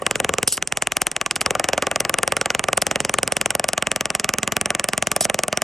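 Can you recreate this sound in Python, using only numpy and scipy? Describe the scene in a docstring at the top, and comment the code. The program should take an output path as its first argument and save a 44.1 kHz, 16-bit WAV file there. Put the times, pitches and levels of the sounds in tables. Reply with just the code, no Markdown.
"""In a workshop, a pneumatic hammer drives a steel chisel into a thick wooden board, some 22 blows a second.
Each blow sums filtered impulses and noise puffs: a steel snap, a crack of the edge, a knock of the board's
modes that sinks in pitch by dispersion, a thud and an after-sound; a faint noise swells into it. The bit rings
on as shaped noise when it bounces free, and rattles in its retainer. Steady noise in patches is the air and
the workshop, heard close by at two microphone ports."""
import sys
import numpy as np
from scipy import signal
from scipy.fft import rfft, irfft, next_fast_len
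from scipy.io import wavfile
from scipy.ndimage import uniform_filter1d, minimum_filter1d

SR = 44100
rng = np.random.default_rng(int(sys.argv[2]) if len(sys.argv) > 2 else 0)


def waveform_to_disk(signal):
    """Save audio, clipped to [-1, 1], as 16-bit WAV at the path in sys.argv[1]."""
    frames = np.transpose(np.atleast_2d(signal))
    scaled = np.clip(frames, -1, 1) * 32767
    samples = np.round(scaled).astype(np.int16)
    wavfile.write(sys.argv[1], SR, samples)


N = 248283

# one blow is a row of SIZE samples, struck at sample ZERO
SIZE, ZERO = 4096, 1024
T = (np.arange(SIZE) - ZERO) / SR  # seconds from the strike
IMPULSE = (T == 0) * 1.0


def hammer():
    """Superposition: the blows add up in time, and a stray copy is smeared over many short unlike paths."""
    moments = blow_times()
    rows = blows(moments)
    paths = unit(burst(0., 0.00049)) * np.sqrt(SIZE)
    paths_from_zero = np.roll(paths, -ZERO, axis=1)
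    stray_rows = irfft(rfft(rows) * rfft(paths_from_zero) / np.sqrt(SIZE), SIZE)
    out = np.zeros((2, N + 2 * SIZE))
    for moment, row, stray in zip(moments, rows, stray_rows):
        first = round(moment * SR)
        out[:, first:first + SIZE] += [row, stray]
    return out[:, ZERO:ZERO + N]


# pace of the piston, blows falling evenly between marks: start_s [s], blows_so_far [count]
PACE = [(0.0212, 0), (0.2475, 5), (0.4303, 9), (0.525, 11), (0.5775, 12), (0.7729, 16), (0.8234, 17),
        (1.0187, 21), (1.0696, 22), (1.1166, 23), (1.3113, 27), (1.4148, 29), (1.4625, 30), (1.5977, 33),
        (2.5951, 55), (3.3686, 72), (3.5522, 76), (3.5969, 77), (3.9623, 85), (4.1987, 90), (4.4317, 95),
        (4.6135, 99), (5.0257, 108), (5.21, 112), (5.2533, 113), (5.6202, 121)]
COUNT = int(PACE[-1][1]) + 1
JITTER_S = .0002


def blow_times():
    """Near-periodic excitation: the moments follow the pace with a small random jitter."""
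    start_s, struck = np.transpose(PACE)
    return np.interp(np.arange(COUNT), struck, start_s) + JITTER_S * rng.standard_normal(COUNT)


# how the board answers as the edge digs in, usual values:
# start_s [s], knock_db [dB], knock_hz [Hz], upper_knock_db [dB], thud_db [dB], after_sound_db [dB]
BITE = [(0, -18, 543, -11, -31, -37), (.43, -20.5, 510, -13, -26.5, -40),
        (.56, -32.5, 583, -23, -36.5, -44), (.9, -26.5, 646, -27, -38, -39),
        (1.36, -32, 620, -13.5, -34.5, -36), (1.5, -11.5, 547, -23, -30, -31),
        (1.6, -22, 556, -16, -31, -27.5), (1.95, -17.5, 593, -10, -30.5, -27),
        (2.2, -18, 538, -11.5, -31.5, -34), (2.6, -19, 580, -8.5, -31.5, -30.5),
        (2.75, -15.5, 587, -8, -30.5, -39), (2.95, -22.5, 573, -36, -27, -31.5),
        (3.15, -17.5, 560, -10.5, -28.5, -43), (3.3, -19.5, 560, -24, -27.5, -36.5),
        (3.7, -18, 618, -18.5, -31, -34), (4.0, -21.5, 610, -24, -29.5, -32),
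        (4.35, -27.5, 610, -27, -27, -31), (4.55, -21, 610, -10, -26, -33),
        (4.8, -28.5, 610, -29, -29.5, -31), (5.05, -18.5, 630, -22, -28.5, -34.5),
        (5.2, -17, 600, -30, -27.5, -33), (5.63, -15.5, 622, -16, -28, -32.5)]
# how loosely the bit sits in its retainer, usual values: start_s [s], shank_db [dB], bit_ring_db [dB]
PLAY = [(0, -19.5, -44), (.45, -21, -51), (.9, -20, -39), (1.3, -25, -42), (1.55, -23, -45),
        (2.0, -22.5, -48), (2.2, -14.5, -48), (2.5, -26, -38), (2.7, -22, -54), (2.9, -19, -41),
        (3.5, -11.5, -44), (3.65, -19, -49), (4.0, -19, -45), (4.3, -19, -40), (4.8, -19, -46),
        (5.0, -14.5, -46), (5.3, -18, -40), (5.63, -18.5, -44)]
# blows that stand out (glancing, bouncing free or biting deep); each row sets the blow nearest its time:
# start_s [s], crack_db [dB], snap_db [dB], shank_db [dB], knock_db [dB], upper_knock_db [dB], bit_ring_db [dB]
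STANDOUT = [(0.02, -49, -54, -32, -18, -14.5, -52), (0.07, -11, -15.5, -15, -28, -9, -47),
            (0.48, -16.5, -35, -5, -27, -37, -33), (0.52, -38, -40, -14, -43, -27, -37.5),
            (0.58, -20, -28, -31, -32, -18, -49), (0.68, -27.5, -22.5, -18.5, -48, -40, -45),
            (0.97, -11, -13.5, -9, -33, -24, -46), (1.02, -10, -10.5, -7, -28, -39, -37),
            (1.07, -13, -20, -11, -46, -33, -38), (1.12, -26.5, -23.5, -23, -35, -26, -47),
            (1.36, -19, -25, -24.5, -30, -15, -37), (1.46, -12, -12.5, -21, -22, -10, -45),
            (1.55, -19, -23, -26, -13.5, -7.5, -50), (1.6, -19, -19.5, -18, -12, -8, -48),
            (1.78, -17, -21.5, -23.5, -13, -10, -41), (1.87, -17, -20, -22.5, -15.5, -9.5, -53),
            (2.01, -15.5, -13.5, -14.5, -19, -34, -40), (2.05, -18.5, -19, -49, -20, -12.5, -47),
            (2.6, -15, -19.5, -19.5, -29, -18, -57), (2.64, -16, -20, -24, -23, -23, -48),
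            (2.78, -13, -13, -10, -15, -8.5, -42), (2.87, -16.5, -17.5, -15, -22, -34, -39),
            (3.28, -18.5, -17.5, -22, -28, -18, -53), (3.41, -13.5, -17, -15, -25, -20, -41),
            (3.51, -14, -13, -15, -27, -10, -40), (3.55, -16, -17.5, -13, -15, -14, -50),
            (3.78, -12.5, -15.5, -28, -18, -14, -42), (4.15, -14, -16.5, -8.5, -22.5, -22, -37),
            (4.89, -17, -19, -18, -16.5, -23, -40), (4.98, -15.5, -15.5, -15, -21, -32, -45),
            (5.12, -13.5, -16, -13, -43, -15, -37), (5.16, -17, -18, -11.5, -12.5, -11.5, -38.5),
            (5.21, -23, -20, -20, -16, -41, -29.5), (5.48, -23.5, -24, -18, -16, -16, -63)]
# scale of the chance change from blow to blow: one entry per part [dB]
SCATTER_DB = dict(crack=2, snap=1.6, shank=3, knock=3, upper=4, thud=1.5, ring=6.5, after=2)
CRACK_DB, SNAP_DB = -15.5, -18.5  # of a usual blow
KNOCK_SCATTER_HZ = 20


def strengths(moments):
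    """Variable excitation: the level of each part and the knock's pitch, as columns with one row a blow."""
    knock, knock_hz, upper, thud, after = curves(BITE, moments)
    shank, ring = curves(PLAY, moments)
    usual = dict(crack=CRACK_DB, snap=SNAP_DB, shank=shank, knock=knock,
                 upper=upper, thud=thud, ring=ring, after=after)
    luck = np.clip(rng.standard_normal((len(usual) + 1, COUNT)), -2.5, 1.5)
    db = {part: usual[part] + SCATTER_DB[part] * dice for part, dice in zip(usual, luck)}
    # a usual blow leaves the bit seated
    db["ring"] = np.minimum(db["ring"], -38)
    for start_s, *levels in STANDOUT:
        k = np.argmin(np.abs(moments - start_s))
        # a weak crack leaves a weak thud and after-sound
        for part in "thud", "after":
            db[part][k] += 0.18 * np.clip(levels[0] - CRACK_DB, -12, 0)
        for part, level in zip(("crack", "snap", "shank", "knock", "upper", "ring"), levels):
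            db[part][k] = level
    columns = {part: level[:, None] for part, level in db.items()}
    return columns, (knock_hz + KNOCK_SCATTER_HZ * luck[-1])[:, None]


def blows(moments):
    """Linear sum of steel, wood, ring, after-sound and swell: one row of sound for each blow."""
    db, knock_hz = strengths(moments)
    depth = np.clip(curves(DEPTH, moments)[0], 0, 1)[:, None]
    body = modes([(knock_hz, 190, 0)])
    upper = upper_modes()
    struck = steel(db) + wood(db, body, upper, depth)
    return struck + bit_ring(db) + after_sound(db, body, upper, depth) + swell(db)


# piston on bit, relative spectrum: pitch_hz [Hz], level_db [dB]
SNAP = [(3500, -54), (4300, -6.5), (5200, 2), (6800, 2.5), (8000, -2.5), (11000, -17.5), (13800, -25),
        (15500, -36), (16300, -53), (16900, -60)]
# lengthwise ring of the shank, before squaring: pitch_hz [Hz], width_hz [Hz], level_db [dB]
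SHANK = [(9216, 1580, -1.5)]


def steel(db):
    """Impact and longitudinal resonance: noise puffs as the piston meets the bit just before the strike."""
    snap = part(db["snap"] + 19.5, burst(-0.00029, 0.00046), colour(SNAP))
    ring = part(db["shank"] + 20.5, burst(-0.00089, 0.00029), lambda f: modes(SHANK)(f) ** 2)
    return snap + ring


# high modes of the board, before chance: pitch_hz [Hz], width_hz [Hz], level_db [dB]
UPPER = [(1147, 203, 5), (1454, 263, 4), (1660, 270, 1.5), (2026, 420, -2), (2430, 140, -7.5),
         (2910, 230, -5.5)]


def upper_modes():
    """Modal excitation: every blow meets the grain anew and wakes the high modes at new strengths."""
    luck_db = 1.6 * rng.standard_normal((COUNT, len(UPPER)))
    return modes([(hz, width, db + luck_db[:, [k]]) for k, (hz, width, db) in enumerate(UPPER)])


def bend(f):
    """Dispersion of bending waves: the lower the frequency, the later it arrives."""
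    return np.exp(-2j * np.pi * (1.2 * np.log(f + 12) - .00048 * f))


# how far the edge has sunk in: start_s [s], depth [share 0-1]
DEPTH = [(0, 0), (2.0, 0.03), (3.3, 0.1), (3.9, 0.86), (5.63, 1)]
# colour of the wood at full depth: pitch_hz [Hz], level_db [dB]
SUNK = [(150, -1), (215, 2.1), (320, -3.5), (450, -1.5), (620, 0.5), (900, -5.5), (1150, -0.5), (1400, -1)]


def sunken(depth):
    """Loading of the wood: its colour shifts in dB in proportion to the depth of the edge."""
    return lambda f: amp(depth * along(SUNK, f))


# edge on wood, relative spectrum: pitch_hz [Hz], level_db [dB]
CRACK = [(300, -13), (900, -7.5), (1300, -1.5), (2000, -1.5), (2900, 0), (3500, -6), (4200, -14.5),
         (5000, -45)]
# low modes of the board, before squaring: pitch_hz [Hz], width_hz [Hz], level_db [dB]
BOARD = [(550, 52, -6.5), (715, 190, -4)]
# board on the floor, relative spectrum: pitch_hz [Hz], level_db [dB]
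THUD = [(25, -90), (55, -15.5), (110, -1), (150, 0), (200, -1), (250, 5), (320, -15), (450, -31)]
# air under the board, ringing on, before squaring: pitch_hz [Hz], width_hz [Hz], level_db [dB]
HOLLOW = [(204.2, 28.4, 2), (222.7, 77, -0.5), (422, 123, -1.5)]
# split wood, ringing on: pitch_hz [Hz], width_hz [Hz], level_db [dB]
SPLIT = [(1157, 18, 0)]


def wood(db, body, upper, depth):
    """Impulse response of the board: crack, knock, thud, hollow and split are struck at once."""
    def knock_response(f):
        return bend(f) * (np.abs(body(f)) * body(f) + modes(BOARD)(f) ** 2)

    def hollow_response(f):
        return bend(f) * np.abs(modes(HOLLOW)(f)) * modes(HOLLOW)(f)

    edge = IMPULSE + np.diff(0.34 * burst(0., 0.000078), prepend=0)
    fibres = IMPULSE + 0.16 * burst(0.00072, 0.0011)
    out = part(db["crack"] + 20.5, edge, lambda f: bend(f) * colour(CRACK)(f))
    out += part(db["knock"] + 19, IMPULSE, knock_response)
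    out += part(db["upper"] + 11.0, fibres, lambda f: upper(f) ** 2)
    out += part(db["thud"] + 21.5, IMPULSE, lambda f: bend(f) * colour(THUD)(f))
    out += part(db["thud"] + 18.5, IMPULSE, hollow_response)
    # the split sounds more with depth
    out += depth * part(db["after"] + 17.5, IMPULSE, modes(SPLIT))
    return filtered(out, sunken(depth))


# modes of the bit: pitch_hz [Hz], width_hz [Hz], level_db [dB]
STEEL = [(3000, 690, -6), (3460, 1370, -8), (5410, 690, -7), (7000, 1340, -9), (7820, 75, 1.5),
         (9500, 87, -26), (11000, 290, -10), (14900, 500, -17)]
# treble lost on the way: pitch_hz [Hz], level_db [dB]
DULL = [(9000, -0.5), (12000, 1.5), (13500, -37), (15000, -4), (17000, -30)]


def bit_modes(f):
    """Modal response of the bit, dulled by transmission loss on the way."""
    return modes(STEEL)(f) * colour(DULL)(f)


# damping of the highest modes by wood around a seated edge: pitch_hz [Hz], level_db [dB]
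SEATED = [(9800, -4.5), (11000, -10), (13500, -25)]


def seated_bit(db):
    """Boundary damping: how free each bit is (0-1), and its response, whose treble a seated edge damps."""
    free = np.clip((db["ring"] + 37) / 8, 0, 1)
    return free, lambda f: bit_modes(f) * amp((1 - free) * along(SEATED, f))


# modes that open up when the edge leaves the wood: pitch_hz [Hz], width_hz [Hz], level_db [dB]
LOOSE = [(5000, 570, -14), (9500, 180, 2.5)]


def bit_ring(db):
    """Free decay: a bit that bounces free rings louder and longer, chattering, until it is seated again."""
    free, bit = seated_bit(db)
    wobble = unit(uniform_filter1d(rng.standard_normal((COUNT, SIZE)), 90)) * np.sqrt(SIZE)
    chatter = amp(3.6 * wobble * free)
    t60_s = 0.045 + 3.0 * free
    seated = 1 - ramp(.044)  # the ring is cut 44 ms after the strike
    level = amp(db["ring"] - 60 * (T - .0075) / t60_s) * ramp(-0.0023) * seated * chatter
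    return level * noise(lambda f: bit(f) + free * modes(LOOSE)(f))


# board and near walls sounding on, also tints the swell: pitch_hz [Hz], level_db [dB]
AFTER = [(60, -39), (200, -7), (340, 13), (450, 1), (620, 9.5), (800, 11.5), (950, -1.5), (1150, 4),
         (1330, -9), (1700, -0.5), (2800, -4.5), (3500, -23.5), (4300, -63), (6000, -76)]


def after_sound(db, body, upper, depth):
    """Reverberation: the board and the near walls sound on after the knock as decaying noise."""
    def response(f):
        board = np.abs(body(f)) ** 2 + amp(-4.5) * np.abs(upper(f)) ** 2
        return sunken(depth)(f) * colour(AFTER)(f) + board

    level = amp(db["after"] + 0.5 - 60 * (T - .0075) / 0.073)  # 60 dB in 73 ms
    return level * np.clip(T / 0.0035, 0, 1) * noise(response)


def swell(db):
    """Exponential envelope: a faint noise swelling into each blow."""
    bit = seated_bit(db)[1]
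    level = amp(db["crack"] - 12 + 60 * np.minimum(T, 0) / 0.036) * (1 - ramp(0.))
    return level * noise(lambda f: colour(AFTER)(f) * f / 1400 + bit(f))


# the loose bit rattling in its retainer, relative levels: start_s [s], level_db [dB], t60_s [s]
RATTLES = [(0.475, -2.5, 0.026), (.487, -27, .03), (.5175, -26, .02), (.5228, -16, 0.11),
           (0.57, -18.5, 0.032), (.818, -29, .02), (0.967, -26, .02), (1.016, -11, 0.01),
           (1.357, -15, 0.017), (1.409, -16.5, 0.039), (2.001, -15.5, 0.018), (2.772, -14, 0.02),
           (2.817, -11.5, 0.026), (3.683, -18, 0.016), (5.2073, -12, 0.04), (5.21, -25, .06),
           (5.221, -30, .03), (5.246, -14.5, 0.031)]


def rattles():
    """Repeated impact: decaying bursts of noise through the modes of the bit."""
    def bit(f):
        loose = amp(7) * modes(LOOSE)(f)
        shank = amp(-0.5) * modes(SHANK)(f)
        return (modes(STEEL)(f) + loose + shank) * colour(DULL)(f)

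    envelope, t = np.zeros(N), np.arange(SIZE // 2) / SR
    for start_s, level_db, t60_s in RATTLES:
        attack = np.clip(t / 0.00079, 0, 1)
        envelope[round(start_s * SR):][:len(t)] += amp(level_db - 60 * t / t60_s) * attack
    return envelope * np.sqrt(N) * unit(filtered(rng.standard_normal(N), bit))


# exhaust and workshop noise, relative spectrum: pitch_hz [Hz], level_db [dB]
AIR = [(30, -39), (70, 7), (200, 1.5), (430, 5), (950, -3.5), (1150, -1), (1400, -6), (2800, -13.5),
       (4300, -23), (6500, -20.5), (8500, -21), (9400, -25.5), (11000, -68), (12500, -70)]
# air between blows, relative level over time: start_s [s], level_db [dB]
HISS = [(0.0, -38.5), (0.3, -34.5), (0.58, -46), (0.75, -43), (0.88, -44), (1.3, -44), (1.57, -34.5),
        (1.71, -40.5), (1.98, -38.5), (2.22, -38.5), (2.77, -38.5), (3.28, -37), (3.43, -40), (4.61, -43),
        (5.27, -39.5), (5.63, -41.5)]


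def air():
    """Turbulence noise: exhaust and workshop noise, in patches that deepen towards the treble."""
    spectra = signal.stft(rng.standard_normal((2, N)), nperseg=256)[2]
    patches = uniform_filter1d(rng.standard_normal(spectra.shape[1:]), size=5, axis=0)
    patches = uniform_filter1d(patches, size=6, axis=1)
    patch_depth_db = np.linspace(2.5, 14, len(patches))[:, None]
    patchy = spectra * amp(patch_depth_db * patches / patches.std())
    pair = signal.istft(patchy, nperseg=256)[1][:, :N]
    level = amp(curves(HISS, np.arange(N) / SR)[0] - 2.5)
    # the stray part is given 5 dB more
    return level * np.sqrt(N) * unit(filtered(pair, colour(AIR))) * amp([[0], [5]])


def amp(db):
    """Logarithmic level: the gain of a level in dB."""
    return 10 ** (np.asarray(db) / 20)


def unit(x):
    """Energy normalisation: energy 1 along the last axis."""
    return x / np.sqrt(np.sum(x ** 2, axis=-1, keepdims=True) + 1e-20)


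def along(points, hz):
    """Logarithmic pitch: interpolates (pitch_hz, value) points on a log axis."""
    f, v = np.transpose(points)
    return np.interp(np.log(hz + 1), np.log(f + 1), v)


def curves(rows, s):
    """Linear interpolation in time: the columns of a table at times s."""
    t, *columns = np.transpose(rows)
    return [np.interp(s, t, column) for column in columns]


def modes(table):
    """Modal sum: second-order resonances with alternating sign."""
    def resonance(f, hz, width, db):
        return amp(db) * 1j * f * width / (hz * hz - f * f + 1j * f * width + 1e-9)

    return lambda f: sum((-1) ** k * resonance(f, *mode) for k, mode in enumerate(table))


def colour(points):
    """Spectral envelope: the response of a (pitch_hz, level_db) spectrum."""
    return lambda f: amp(along(points, f))


def filtered(x, response):
    """Linear filtering: multiplies the spectrum of x by a complex response of frequency."""
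    n = x.shape[-1]
    m = next_fast_len(n)
    return irfft(rfft(x, m) * response(np.fft.rfftfreq(m, 1 / SR)), m)[..., :n]


def part(db, x, response):
    """Energy scaling: a filtered part gets energy 1; the dB added to its level stands for its length."""
    return amp(db) * unit(filtered(x, response))


def burst(at_s, width_s):
    """Gaussian window: one short puff of noise for each blow."""
    return rng.standard_normal((COUNT, SIZE)) * np.exp(-((T - at_s) / width_s) ** 2)


def noise(response):
    """Stationary noise: a filtered row of mean power 1 for each blow."""
    return np.sqrt(SIZE) * unit(filtered(rng.standard_normal((COUNT, SIZE)), response))


def ramp(start_s):
    """Linear onset: rises from 0 to 1 in 0.89 ms."""
    return np.clip((T - start_s) / 0.00089, 0, 1)


# phase between the two microphone ports: pitch_hz [Hz], left_lead [rad]
LEAD = [(0, 0), (520, 0.2), (1720, -0.2), (3100, 0.6), (6800, 0.0), (7750, 0.5), (8350, 0.5), (9390, -1.7),
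        (12400, -6.9), (13300, -8.9), (14300, -10.0), (15200, -12.6), (16100, -12.9), (16700, -12.5)]
# part unrelated between the ports: pitch_hz [Hz], level_db [dB]
UNLIKE = [(30, -13), (90, -12), (200, -18), (1000, -12.5), (3500, -16), (8000, -13), (14000, -18.5)]


def scene():
    """Phase and coherence between two ports: all sources reach both, alike but for a stray part."""
    rattle = np.array([rattles(), rattles()])
    shared, stray = hammer() + air() + rattle
    stray = filtered(stray, colour(UNLIKE))
    ports = np.array([shared + stray, shared - stray])
    return filtered(ports, lambda f: np.exp(.5j * along(LEAD, f) * [[1], [-1]]))


# fall of the treble towards the band limit: pitch_hz [Hz], level_db [dB]
EDGE = [(15800, 1), (16500, -10), (16750, -28)]
TOP_HZ = 16900


def record(dry):
    """Gain limiting and band limiting: a fast limiter holds the peaks, then the treble falls away."""
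    need = np.minimum(1, .82 / (np.abs(dry).max(axis=0) + 1e-9))
    gain = uniform_filter1d(minimum_filter1d(need, size=41), size=33)
    return filtered(dry * gain, lambda f: colour(EDGE)(f) * (f < TOP_HZ))


dry = scene()
out = record(dry)
waveform_to_disk(out)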